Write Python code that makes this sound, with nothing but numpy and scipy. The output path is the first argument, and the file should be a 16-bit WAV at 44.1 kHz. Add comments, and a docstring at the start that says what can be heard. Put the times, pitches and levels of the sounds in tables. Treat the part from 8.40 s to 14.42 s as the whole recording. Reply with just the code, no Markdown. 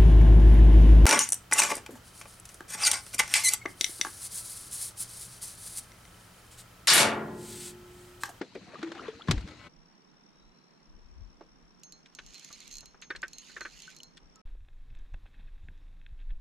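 """Near scene: beside a plastic kayak on a still lake a hand lowers a fish into the water. The hull is bumped,
shaped noises surge, slosh and spray, gliding sines gurgle, the fish dives and wet skin creaks on the hull.
Farther scene, after a cut at 1.287 s: a trilling cricket, bird chirps and a thin whistle, low-noise wind puffs,
a reel whose pawl clicks and rings damped modes, line hissing through the rod guides, and tackle knocking on
hollow plastic. A steady hush of woods lies under both scenes."""
import sys
import numpy as np
from scipy import signal
from scipy.fft import rfft, irfft, next_fast_len
from scipy.io import wavfile
from scipy.ndimage import uniform_filter1d, map_coordinates

SR = 44100
rng = np.random.default_rng(int(sys.argv[2]) if len(sys.argv) > 2 else 0)


def to_wav(s):
    """Save 16-bit WAV."""
    ch = np.atleast_2d(s).T  # columns
    pcm = np.round(np.clip(ch, -1, 1) * 32767)  # PCM
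    wavfile.write(sys.argv[1], SR, pcm.astype(np.int16))


N = 265305
T = np.arange(N) / SR
CUT_S = 1.287  # the near scene ends here


def amp(db):
    """Amplitude factor of a level in dB."""
    return 10 ** (np.asarray(db) / 20)


def unit(x):
    """Scale to an overall rms of 1."""
    return x / np.sqrt(np.mean(x ** 2) + 1e-20)


def along(points, hz):
    """Interpolate (Hz, value) points on a log frequency axis."""
    point_hz, value = np.transpose(points)
    return np.interp(np.log(hz + 1), np.log(point_hz + 1), value)


def curves(rows):
    """One value per sample for each column after the time."""
    time_s, *columns = np.transpose(rows)
    return [np.interp(T, time_s, column) for column in columns]


def wobble(rate_hz):
    """A smooth random curve with rate_hz knots a second."""
    knots = rng.standard_normal(int(N * rate_hz / SR) + 4)
    return map_coordinates(knots, [T * rate_hz])


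def filtered(x, response):
    """Apply a response given as a function of frequency."""
    size = next_fast_len(x.shape[-1] + 8192)
    spectrum = rfft(x, size) * response(np.fft.rfftfreq(size, 1 / SR))
    return irfft(spectrum, size)[..., :x.shape[-1]]


def noise(spectrum, patchy_db):
    """Two unrelated noises, joint rms 1, that share time-frequency patches of random gain."""
    z = signal.stft(rng.standard_normal((2, N + 512)), nperseg=512)[2]
    field = uniform_filter1d(rng.standard_normal(z.shape[1:]), size=5, axis=0)
    field = uniform_filter1d(field, size=7, axis=1)
    pair = signal.istft(z * amp(patchy_db * unit(field)), nperseg=512)[1][:, :N]
    return unit(filtered(pair, lambda hz: amp(along(spectrum, hz))))


def spread(pair, alike):
    """Mix two noises into left and right with the given (Hz, likeness)."""
    def mid_side(hz):
        angle = np.arccos(np.clip(along(alike, hz), -1, 1)) / 2
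        return np.array([np.cos(angle), np.sin(angle)])

    mid, side = filtered(pair, mid_side)
    return np.array([mid + side, mid - side])


def grainy(depth_db, rate_hz):
    """A fast spiky gain of rms 1: drops and slips stand out of the noise."""
    return unit(amp(depth_db * wobble(rate_hz)))


def place(x, pan_db, lag=0):
    """Left and right of one source: pan_db is left over right, left lags by some samples."""
    return np.array([np.roll(x, lag) * amp(pan_db / 2), x * amp(-pan_db / 2)])


def add(out, start_s, x):
    """Mix x into out at start_s."""
    part = out[..., round(start_s * SR):][..., :x.shape[-1]]
    part += x[..., :part.shape[-1]]


def ring(modes, t, scatter_db, attack_s):
    """Sum of damped (Hz, dB, t60 s) modes, struck at new strengths each time."""
    total = np.zeros(len(t))
    for hz, db, t60_s in modes:
        struck_db = db + scatter_db * rng.standard_normal()
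        total += amp(struck_db - 60 * t / t60_s) * np.sin(2 * np.pi * hz * t)
    return total * (1 - np.exp(-t / attack_s))


def burst(spectrum, t60_s, tilt_db, alike, attack_s):
    """A decaying stereo puff of coloured noise; tilt_db per octave bends the treble."""
    t = np.arange(SR // 8) / SR

    def colour(hz):
        return amp(along(spectrum, hz) + tilt_db * np.log2(hz / 3000 + 0.39))

    mid, side = filtered(rng.standard_normal((2, len(t))), colour)
    side = (1 - alike) * side
    mix = unit(np.array([mid + side, mid - side]))
    return mix * amp(-60 * t / t60_s) * (1 - np.exp(-t / attack_s))


def water():
    """Surge, slosh and spray of the stirred surface, with ringing air pockets, slaps and a steady hiss."""
    # relative spectra: hz, level_db
    surge_spectrum = [(15, -32), (25, -15), (92, -3.5), (214, -9), (303, -7.5), (400, -21), (520, -48),
                      (880, -120)]
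    slosh_spectrum = [(88, -22), (150, -1.5), (306, 5), (648, -8), (821, -10), (1140, -18), (1510, -8),
                      (3500, -16.5), (4550, -28), (7700, -120)]
    spray_spectrum = [(1180, -38), (2000, -7), (2450, -5.5), (2790, -7), (4200, -9), (5530, -10.5),
                      (6950, -13.5), (12300, -35.5), (14000, -60)]
    slap_spectrum = [(240, -42.5), (400, 2.5), (676, -14), (1580, -2.5), (2430, -7.5), (2750, -11),
                     (3580, -5), (5430, -12), (7510, -16.5), (16000, -47.5)]
    hiss_spectrum = [(3000, -80), (3650, -14), (3900, 0), (4400, -1), (4800, -16), (6000, -80)]  # near 4 kHz
    # left-right likeness: hz, likeness
    water_alike = [(60, 0.88), (240, 1), (950, 0.45), (3770, 0.48), (15000, 0.087)]
    # air pockets that ring as they close: start_s, level_db, pitch_hz, relative pitch rise per t60, t60_s
    bubbles = [(0.214, -44, 192, -0.0089, 0.11), (.27, -52, 737, -0.27, 0.22),
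               (.335, -40, 595, 0.39, 0.064), (.355, -35.5, 1147, 0.34, 0.051),
               (.430, -29.5, 327.4, 0.079, 0.38), (.430, -39.5, 307.3, 0.046, 0.46),
               (.518, -42, 362, -0.052, 0.092), (.555, -45, 774, 0.11, 0.13),
               (0.595, -32, 1250, 0.77, 0.033), (.684, -25.5, 440, -0.035, 0.071),
               (.73, -48, 445, 0.32, 0.3), (.796, -43.5, 723, 1.6, .04), (.81, -39.5, 1260, 0.47, 0.047),
               (.82, -35.5, 3200, 0.46, 0.019), (.885, -24.5, 1070, -0.077, 0.035),
               (.886, -14.5, 165.7, -0.18, 0.087), (0.912, -16.5, 103.4, -0.24, 0.1),
               (.935, -28, 279, 0.31, 0.079), (0.938, -14, 69, -0.63, 0.063), (0.967, -14, 47, .3, 0.092),
               (1.071, -45, 300, 0.041, 0.18)]
    # tail and hand slap the surface: start_s, level_db, treble_db_per_octave
    slaps = [(0.0144, -31, -8), (0.1496, -45.5, -0.5), (0.3432, -38.5, -12.5), (0.39, -43, -5.5),
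             (0.4155, -46, -6), (0.4284, -31, -5.5), (0.4444, -40.5, -8), (0.4733, -40, -7.5),
             (0.5177, -34.5, -5), (0.5503, -39.5, -7), (0.5781, -42.5, -7), (0.6814, -37, -7.5),
             (0.8748, -42, -2), (0.8837, -29.5, -6.5), (0.9102, -18, 1.5), (0.9785, -36.5, -5),
             (1.008, -46, 0.5), (1.0748, -44.5, -1), (1.0855, -44, -1), (1.1094, -51, 1)]
    hiss_db, slap_t60_s = -64.5, 0.042

    surge, slosh, spray = stirring()
    bed = surge * noise(surge_spectrum, patchy_db=5.0)
    bed += slosh * grainy(depth_db=0.5, rate_hz=38) * noise(slosh_spectrum, patchy_db=4.5)
    bed += spray * grainy(depth_db=1.0, rate_hz=230) * noise(spray_spectrum, patchy_db=2.5)
    bed += amp(hiss_db) * noise(hiss_spectrum, patchy_db=2.0)
    out = spread(bed, water_alike) * amp([[1.2], [-1.2]])
    small_bubbles = gurgle(count=1200, median_hz=1510, cycles=8.1, scatter_db=2.0)
    out += place(amp(-3.5) * slosh * small_bubbles, pan_db=5.0)

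    t = np.arange(SR // 4) / SR
    for start_s, db, hz, rise, t60_s in bubbles:
        # the pocket shrinks or opens, its pitch glides
        phase = 2 * np.pi * hz * (t + rise * t * t / (2 * t60_s))
        tone = amp(db - 60 * t / t60_s) * np.sin(phase) * (1 - np.exp(-t * hz / 0.5))
        add(out, start_s, place(tone, pan_db=2.1))
    for start_s, db, treble_db in slaps:
        slap = burst(slap_spectrum, slap_t60_s, treble_db, alike=0.55, attack_s=0.00053)
        add(out, start_s, amp(db) * slap * amp([[1.3], [-1.3]]))
    return out * np.clip((CUT_S - T) / 0.013, 0, 1)


def stirring():
    """Gains of surge, slosh and spray: one stirring level, the dive and the swell after it."""
    # hand and fish work the surface: time_s, slosh_db
    stir_levels = [(0, -63), (.13, -67.5), (.3, -55), (.41, -53), (.52, -54.5), (.6, -46), (.67, -45.5),
                   (.72, -56), (.86, -61), (1.04, -69), (1.09, -53.5), (1.17, -58.5), (1.25, -55.5)]
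    # level at a slosh of -55 dB; dB per dB of slosh
    surge_db, surge_follows = -63, 0.27
    spray_db, spray_follows = -61, 0.21
    dive_s, rise_s = 0.89, 0.011  # full strength; time to rise 20 dB
    dive_levels = [(-26, 0.26), (-39, 0.4), (-48, 0.55)]  # surge, slosh, spray: peak_db, t60_s
    swell_db, swell_t60_s = -40.5, 1.38  # the low surge rolls on

    slosh_db, = curves(stir_levels)
    above_db = slosh_db + 55
    stir = amp([surge_db + surge_follows * above_db, slosh_db, spray_db + spray_follows * above_db])
    after_s = np.maximum(T - dive_s, 0)
    rise_db = 20 * np.minimum(T - dive_s, 0) / rise_s
    dive = amp([db + rise_db - 60 * after_s / t60_s for db, t60_s in dive_levels])
    swell = amp(swell_db + rise_db - 60 * after_s / swell_t60_s)
    return np.hypot(stir, dive + swell * [[1], [0], [0]])


def gurgle(count, median_hz, cycles, scatter_db):
    """Many small bubbles of rising pitch at chance times and pitches, rms 1 over the near scene."""
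    draw, t = rng.random((count, 3)), np.arange(1024) / SR
    pitch_hz = median_hz * np.exp(0.536 * rng.standard_normal((count, 1)))
    turns = pitch_hz * t
    strength = amp(-scatter_db * np.log(draw[:, 1:2]))
    envelope = turns * np.exp(-3 * turns / cycles)
    tones = strength * np.sin(2 * np.pi * turns * (1 + 0.11 * turns / cycles)) * envelope
    where = (draw[:, :1] * CUT_S * SR).astype(int) + np.arange(len(t))
    total = np.bincount(where.ravel(), tones.ravel(), N)
    return total / np.std(total[:int(CUT_S * SR)])


def hull():
    """Dull noise bumps with a hard edge, and a creak of stick-slip pulses that push to and fro in turn."""
    # bumps: start_s, level_db, left_over_right_db, t60_s, hard_edge_db re level
    bumps = [(.011, -29.5, 3, 0.1, -13), (0.153, -32, 2.5, 0.096, -22), (3.009, -48.5, -1, 0.13, 2.5)]
    # relative spectra of hull, hard edge and creak: hz, level_db
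    hull_spectrum = [(60, -44), (110, -11.5), (300, 7.5), (520, 3.5), (990, -18), (1460, -15.5),
                     (2300, -11.5), (3100, -24.5), (5000, -21), (8000, -72)]
    edge_spectrum = [(300, -22), (450, -3), (900, 1), (1300, -6), (2400, -18), (6000, -31), (10000, -60)]
    creak_spectrum = [(400, -20), (570, 5), (700, -10), (1150, 8), (1530, 5), (1790, -12), (2000, 7),
                      (2250, 8), (2450, -4), (2800, 2), (3600, -5), (4100, -16), (7000, -22), (10000, -36)]
    # wet skin rubs on the hull: start_s, end_s, first_db, growth_db_per_s
    creaks = [(1.07, 1.145, -58, -20), (1.178, 1.287, -58, 30)]
    slips_per_s, fade_s = 234.5, 0.014

    out = np.zeros((2, N))
    for start_s, db, pan_db, t60_s, hard_db in bumps:
        sides = amp([[pan_db / 2], [-pan_db / 2]])
        dull = burst(hull_spectrum, t60_s, tilt_db=-1.5, alike=0.88, attack_s=0.0014)
        edge = burst(edge_spectrum, t60_s=0.057, tilt_db=-0.5, alike=0.73, attack_s=0.00029)
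        add(out, start_s, amp(db) * dull * sides)
        add(out, start_s, amp(db + hard_db) * edge * sides)

    rub = np.zeros(N)
    for start_s, end_s, db, growth_db in creaks:
        fade = np.clip(np.minimum(T - start_s, end_s - T) / fade_s, 0, 1)
        rub += amp(db + growth_db * np.clip(T - start_s, 0, end_s - start_s)) * fade
    slip_count = np.floor(np.cumsum(slips_per_s * (1 + 0.004 * wobble(80))) / SR)
    slips = np.diff(slip_count, prepend=0)
    pushes = slips * (-1) ** np.cumsum(slips) * amp(2 * rng.standard_normal(N))

    def smear(hz):  # the higher, the later
        return amp(along(creak_spectrum, hz)) * np.exp(-1j * hz * hz / 2100000.0)

    return out + place(rub * unit(filtered(pushes, smear)), pan_db=6.0)


def reel():
    """The pawl snaps over a tooth and rings the spool until the next tooth damps it."""
    # spool modes: pitch_hz, level_db, t60_s
    spool_low = [(4060, -5, 0.12), (4227, 1, 0.23)]
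    spool_high = [(6390, 2.5, 0.38), (6630, -2, 0.22), (10600, -14, 0.16)]
    # relative click spectrum: hz, level_db
    pawl_spectrum = [(1180, -59), (2000, -45), (2550, -10), (3680, -12.5), (4260, -5), (5350, -4.5),
                     (7060, 2), (9330, -18.5), (11900, -14), (16000, -37)]

    out, t = np.zeros((2, N)), np.arange(SR // 3) / SR
    strokes = teeth()
    ends_s = [row[0] for row in strokes[1:]] + [N / SR]
    for (start_s, db, low_db, high_db), end_s in zip(strokes, ends_s):
        damp = amp(-25 * np.clip((t - (end_s - start_s)) / 0.0052, 0, 1))
        tone = amp(low_db) * ring(spool_low, t, scatter_db=1.5, attack_s=0.00043)
        tone += amp(high_db) * ring(spool_high, t, scatter_db=3.5, attack_s=0.0016)
        add(out, start_s, place(tone * damp, pan_db=-3.0, lag=1))
        click = burst(pawl_spectrum, t60_s=0.0075, tilt_db=0.0, alike=0.44, attack_s=0.00044)
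        add(out, start_s, amp(db) * click * amp([[-3.2], [3.2]]))
        boat_answer = burst(pawl_spectrum, t60_s=0.025, tilt_db=-4.5, alike=0.57, attack_s=0.00028)
        add(out, start_s, amp(db - 11.5) * boat_answer)
    return out


def teeth():
    """All pawl strokes in time order: single teeth, and even runs that grow louder as the spool spins."""
    # single teeth: start_s, click_db, low_ring_db, high_ring_db
    clicks = [(3.397, -57, -90, -90), (3.4341, -37, -61, -55), (3.5227, -35.5, -52, -63.5),
              (3.75, -35.5, -64.5, -62.5), (3.8634, -38.5, -57.5, -61.5), (3.9433, -36.5, -50, -80),
              (3.9544, -43, -49.5, -70), (3.9804, -45, -58, -80), (3.9955, -35, -62, -66),
              (4.0217, -53, -66, -65), (4.0464, -34, -57, -54.5), (4.1274, -35, -48.5, -58),
              (4.1554, -55, -66, -72), (4.2038, -36, -52.5, -70), (4.2378, -51, -78, -74),
              (4.2778, -35.5, -66, -68), (4.4071, -35, -64, -61), (4.4573, -36.5, -55, -62),
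              (4.616, -43, -58.5, -54), (4.8192, -38, -75, -82), (4.881, -35.5, -62, -68),
              (4.9322, -33.5, -52, -58), (4.9833, -32, -53, -53.5), (5.0194, -46, -64, -61),
              (5.0442, -48, -78, -64), (5.208, -34, -46.5, -54), (5.4213, -37, -52.5, -59.5),
              (5.5019, -40, -63, -70), (5.5648, -36, -54, -64), (5.5864, -46, -60, -77),
              (5.6027, -46, -60, -71), (5.6328, -34, -54.5, -65), (5.9582, -47, -77, -81)]
    # even runs: first_s, last_s, first_db, last_db, low_ring_db, high_ring_db
    even_runs = [(4.312, 4.383, -34.5, -32, -51.5, -55), (5.356, 5.4024, -54, -39, -73, -71)]
    run_teeth = (6, 5)

    strokes = list(clicks)
    for (first_s, last_s, first_db, last_db, low_db, high_db), count in zip(even_runs, run_teeth):
        times_s = np.linspace(first_s, last_s, count)
        levels_db = np.linspace(first_db, last_db, count)
        strokes += [(start_s, db, low_db, high_db) for start_s, db in zip(times_s, levels_db)]
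    return sorted(strokes)


def line():
    """Wet line rasps through the guides while the pawl skims small teeth at chance moments."""
    # relative spectra of rasp and skims: hz, level_db
    guide_spectrum = [(700, -48), (1200, -15.5), (2000, -4.5), (2800, 0), (3600, -4.5), (4300, -0.5),
                      (5300, -7.5), (6700, -2.5), (8100, -18.5), (10900, -19.5), (13500, -30), (14200, -60)]
    skim_spectrum = [(2000, -40), (3500, -14), (5500, -6), (6900, 0), (8000, -10), (9500, -24),
                     (13000, -34), (15000, -60)]
    # pulls: start_s, full_speed_s, slowing_s, end_s, full_speed_db
    pulls = [(3.717, 3.952, 4.287, 4.54, -56), (4.69, 5.064, 5.53, 5.596, -57)]
    pull_range_db = 20.5  # start and end lie this far under full speed
    skims_per_s, skim_scatter_db, skim_db = 90, 3.5, -7  # skim_db: against the rasp

    rasp = grainy(depth_db=2, rate_hz=230) * noise(guide_spectrum, patchy_db=3.0)
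    rasp = spread(rasp, [(1400, 0.69), (3000, 0.86), (7000, 0.29)]) * amp([[-2.2], [2.2]])
    strength = amp(skim_scatter_db * np.clip(rng.standard_normal(N), -2, 2))
    ticks = (rng.random(N) < skims_per_s / SR) * strength
    snap = burst(skim_spectrum, t60_s=0.006, tilt_db=0, alike=0.63, attack_s=0.0002) * amp([[-3], [3]])
    skims = unit(signal.fftconvolve(ticks[None], snap, axes=1)[:, :N])
    speed = np.zeros(N)
    for *times_s, db in pulls:
        under_db = pull_range_db * (np.interp(T, times_s, [0, 1, 1, 0]) - 1)
        speed += amp(db + under_db) * (T > times_s[0]) * (T < times_s[-1])
    return speed * amp(0.83 * wobble(8)) * (rasp + amp(skim_db) * skims)


def tackle():
    """A knock lands, bounces 3.3 ms later and rings the plastic; hard contacts wake the modes above 3 kHz."""
    # knocks on hollow plastic: start_s, level_db, brightness_db, bounce_db re first touch
    knocks = [(3.786, -51, -4, 5), (4.7033, -36, -2, -1), (4.7498, -45.5, -7, -9),
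              (4.829, -35.5, -8.5, 2.5), (5.0952, -59, 1, 7.5), (5.1642, -41.5, -33, -3.5),
              (5.2068, -41.5, -29, 6), (5.2504, -39, -33, 1.5)]
    # plastic modes: pitch_hz, level_db, t60_s
    plastic_modes = [(330, -15, .05), (420, -13, .05), (560, -15, .045), (950, -13, .04), (1235, -10, .045),
                     (1340, -10, .04), (1522, 0, .062), (1620, -1, .05), (1825, 0, .05), (1950, -3, .04),
                     (2390, -6, .04), (2600, -10, .03), (2760, -10, .03), (3645, -2, .03), (4300, 1, .025),
                     (5190, -9, .025)]
    # soft scuffs of gear: start_s, level_db, t60_s, treble_db_per_octave
    scuffs = [(3.659, -49.5, 0.047, 6), (3.7868, -37.5, 0.054, 1), (4.104, -50.5, 0.05, -27),
              (4.429, -52.5, 0.078, -31), (4.544, -51.5, 0.069, -28), (4.6215, -42.5, 0.085, 2.5),
              (4.76, -42, 0.046, 10.5), (5.77, -47.5, 0.039, 11.5), (5.7766, -52, 0.042, 5)]
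    # small pings of gear: start_s, level_db, pitch_hz, t60_s
    pings = [(4.108, -53, 1164, 0.079), (4.762, -35.5, 4240, 0.024), (5.478, -39, 1517, 0.067),
             (5.603, -34, 2990, 0.014), (5.777, -42, 3440, 0.016), (5.96, -60.5, 1296, .4)]
    # relative spectra of the hull's answer and the scuffs: hz, level_db
    clack_spectrum = [(200, -63), (350, 2.5), (800, -15), (1600, 7.5), (2500, -6), (4500, -20.5),
                      (9000, -33.5), (14000, -70)]
    scuff_spectrum = [(300, -24), (900, -6.5), (1500, 6.5), (4000, 0), (8000, -19.5), (14000, -57)]
    clack_db = 4  # hull's answer re knock

    out, t = np.zeros((2, N)), np.arange(SR // 8) / SR
    for start_s, db, bright_db, bounce_db in knocks:
        for delay_s, touch_db in ((0, db), (0.0033, db + bounce_db)):
            modes = [(hz * (1 + 0.013 * rng.standard_normal()), level_db + bright_db * (hz > 3000), t60_s)
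                     for hz, level_db, t60_s in plastic_modes]
            tone = ring(modes, t, scatter_db=2.5, attack_s=0.0015)
            add(out, start_s + delay_s, amp(touch_db) * place(tone, pan_db=-1.0, lag=2))
        clack = burst(clack_spectrum, t60_s=0.088, tilt_db=-0.5, alike=0.72, attack_s=0.0014)
        add(out, start_s, amp(db + clack_db) * clack)
    for start_s, db, t60_s, treble_db in scuffs:
        scuff = burst(scuff_spectrum, t60_s, treble_db, alike=0.6, attack_s=0.00066)
        add(out, start_s, amp(db) * scuff)
    for start_s, db, hz, t60_s in pings:
        ping = ring([(hz, db, t60_s)], t, scatter_db=0.5, attack_s=0.00058)
        add(out, start_s, place(ping, pan_db=1.5, lag=2))
    return out


def bird():
    """Four gliding sine chirps and one thin, mostly rising whistle, far off."""
    # whistle: time_s, pitch_hz, level_db
    whistle = [(1.74, 3560, -86), (1.78, 3520, -85), (1.86, 3600, -90), (1.95, 3830, -81),
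               (2.05, 3890, -77), (2.2, 4120, -78), (2.35, 4185, -80), (2.5, 4130, -87)]
    # chirps: start_s, start_hz, end_hz, length_s
    chirps = [(1.528, 4420, 4400, .03), (1.548, 4300, 3950, .015), (1.608, 4600, 4580, 0.027),
              (1.68, 4050, 3750, 0.028)]

    pitch_hz, level_db = curves(whistle)
    sounding = (T > whistle[0][0]) & (T < whistle[-1][0])
    gain = sounding * np.sqrt(2) * amp(level_db + 2.0 * wobble(29.8))
    tone = gain * np.sin(2 * np.pi * np.cumsum(pitch_hz) / SR)
    for start_s, start_hz, end_hz, length_s in chirps:
        glide_hz = np.linspace(start_hz, end_hz, int(length_s * SR))
        chirp = np.hanning(len(glide_hz)) * np.sin(2 * np.pi * np.cumsum(glide_hz) / SR)
        add(tone, start_s, amp(-72) * chirp)
    return place(tone, pan_db=3.0, lag=2)


def cricket():
    """74.1 wing strokes a second in phrases of seven, each sliding down in pitch, over a far chorus."""
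    # strength of the seven strokes of a phrase: level_db
    wingbeats = [-18, 2, -8, 3, -1, 1.5, 2.5]
    # relative spectrum of far crickets: hz, level_db
    chorus_spectrum = [(4000, -90), (4700, -40), (5100, -16), (5380, -8), (5550, 0), (5750, -8),
                       (6100, -32), (7000, -90)]
    left_lead_rad = 2.65

    strokes = (T - 1.4405) * 74.1
    number, within = np.floor(strokes).astype(int), strokes % 1
    first = number.min()
    chance = rng.standard_normal((number.max() - first + 1, 2))[number - first]
    shape = np.sin(np.pi * np.clip(within / 0.85, 0, 1)) ** 2
    stroke_db = np.array(wingbeats)[number % len(wingbeats)]
    gain = amp(stroke_db + 1.9 * chance[:, 0] + 0.64 * wobble(1.0))
    phase = 2 * np.pi * np.cumsum(5900 - 800 * within) / SR + 1.2 * chance[:, 1]
    tone = np.sin(phase + left_lead_rad * np.array([[0.5], [-0.5]]))
    trill = amp(-62.0) * gain * shape * tone * amp([[1.2], [-1.2]])
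    far = amp(-80) * noise(chorus_spectrum, patchy_db=0.7)[0]  # many more blur into a shimmer ahead
    return (trill + far) * (T > CUT_S)


def air():
    """Steady noise hush of the woods; after the cut, low-noise wind puffs that differ left to right."""
    # relative spectra of the woods from ahead and from the sides: hz, level_db
    ahead_spectrum = [(59, -49), (100, -13.5), (118, -27), (136, -3.5), (164, -0.5), (491, -12),
                      (545, -15.5), (1030, -14), (3160, -25), (5000, -28), (6380, -32.5), (12100, -48.5),
                      (12900, -44), (13400, -84)]
    side_spectrum = [(59, -65), (100, -25), (113, -24), (171, -2.5), (339, -14), (491, -14), (600, -20),
                     (1010, -18), (4050, -30), (5000, -30), (6380, -36), (11900, -48), (12900, -47.5),
                     (13400, -85)]
    # balance of the woods: hz, left_over_right_db
    woods_balance = [(60, 1), (240, -5), (950, -3), (3770, 5.5), (15000, -2)]
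    # strong puffs: peak_s, level_db, left_over_right_db
    gusts = [(2.812, -43, 13.5), (3.85, -57, 8), (4.37, -53.5, 8), (4.77, -56, 11), (5.25, -63, 7),
             (5.38, -62.5, 16), (5.86, -55, 7.5)]
    # relative spectrum of the thumps: hz, level_db
    thump_spectrum = [(30, -29), (60, 3.5), (100, -5.5), (150, -45), (200, -120)]
    woods_db, breeze_db, lumpy_db = -65, -70.5, 6.5  # lumpy_db: swing of the breeze
    gust_db_per_s = 211  # slope of rise and fall
    thump_from_db, thump_growth = -32.5, 1.8  # level where thumps match the puff; dB per dB

    mid = amp(woods_db) * noise(ahead_spectrum, patchy_db=1.0)[0]
    side = amp(woods_db - 1.2) * noise(side_spectrum, patchy_db=1.3)[0]
    woods = filtered(np.array([mid + side, mid - side]),
                     lambda hz: amp(np.outer([0.5, -0.5], along(woods_balance, hz))))
    swing = wobble(8.2) + 0.56 * np.array([wobble(9), wobble(4.8)])
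    gains = amp(breeze_db + lumpy_db * swing)
    for peak_s, db, pan_db in gusts:
        gains = gains + place(amp(db - gust_db_per_s * abs(T - peak_s)), pan_db)
    puffs = noise([(12, -21), (25, -2.5), (45, -8), (90, -26.5), (160, -62), (200, -120)], patchy_db=1.5)
    # strong puffs reach higher in pitch
    thump_gains = amp(thump_from_db) * (gains / amp(thump_from_db)) ** thump_growth
    thumps = thump_gains * noise(thump_spectrum, patchy_db=3.0)
    return woods + (puffs * gains + thumps) * (T > CUT_S)


def scene():
    """Sum of all sources."""
    return water() + hull() + reel() + line() + tackle() + bird() + cricket() + air()


def record(dry):
    """Keep only what lies below the band limit."""
    top_hz = 16000
    return filtered(dry, lambda hz: hz < top_hz)


dry = scene()
out = record(dry)
to_wav(out)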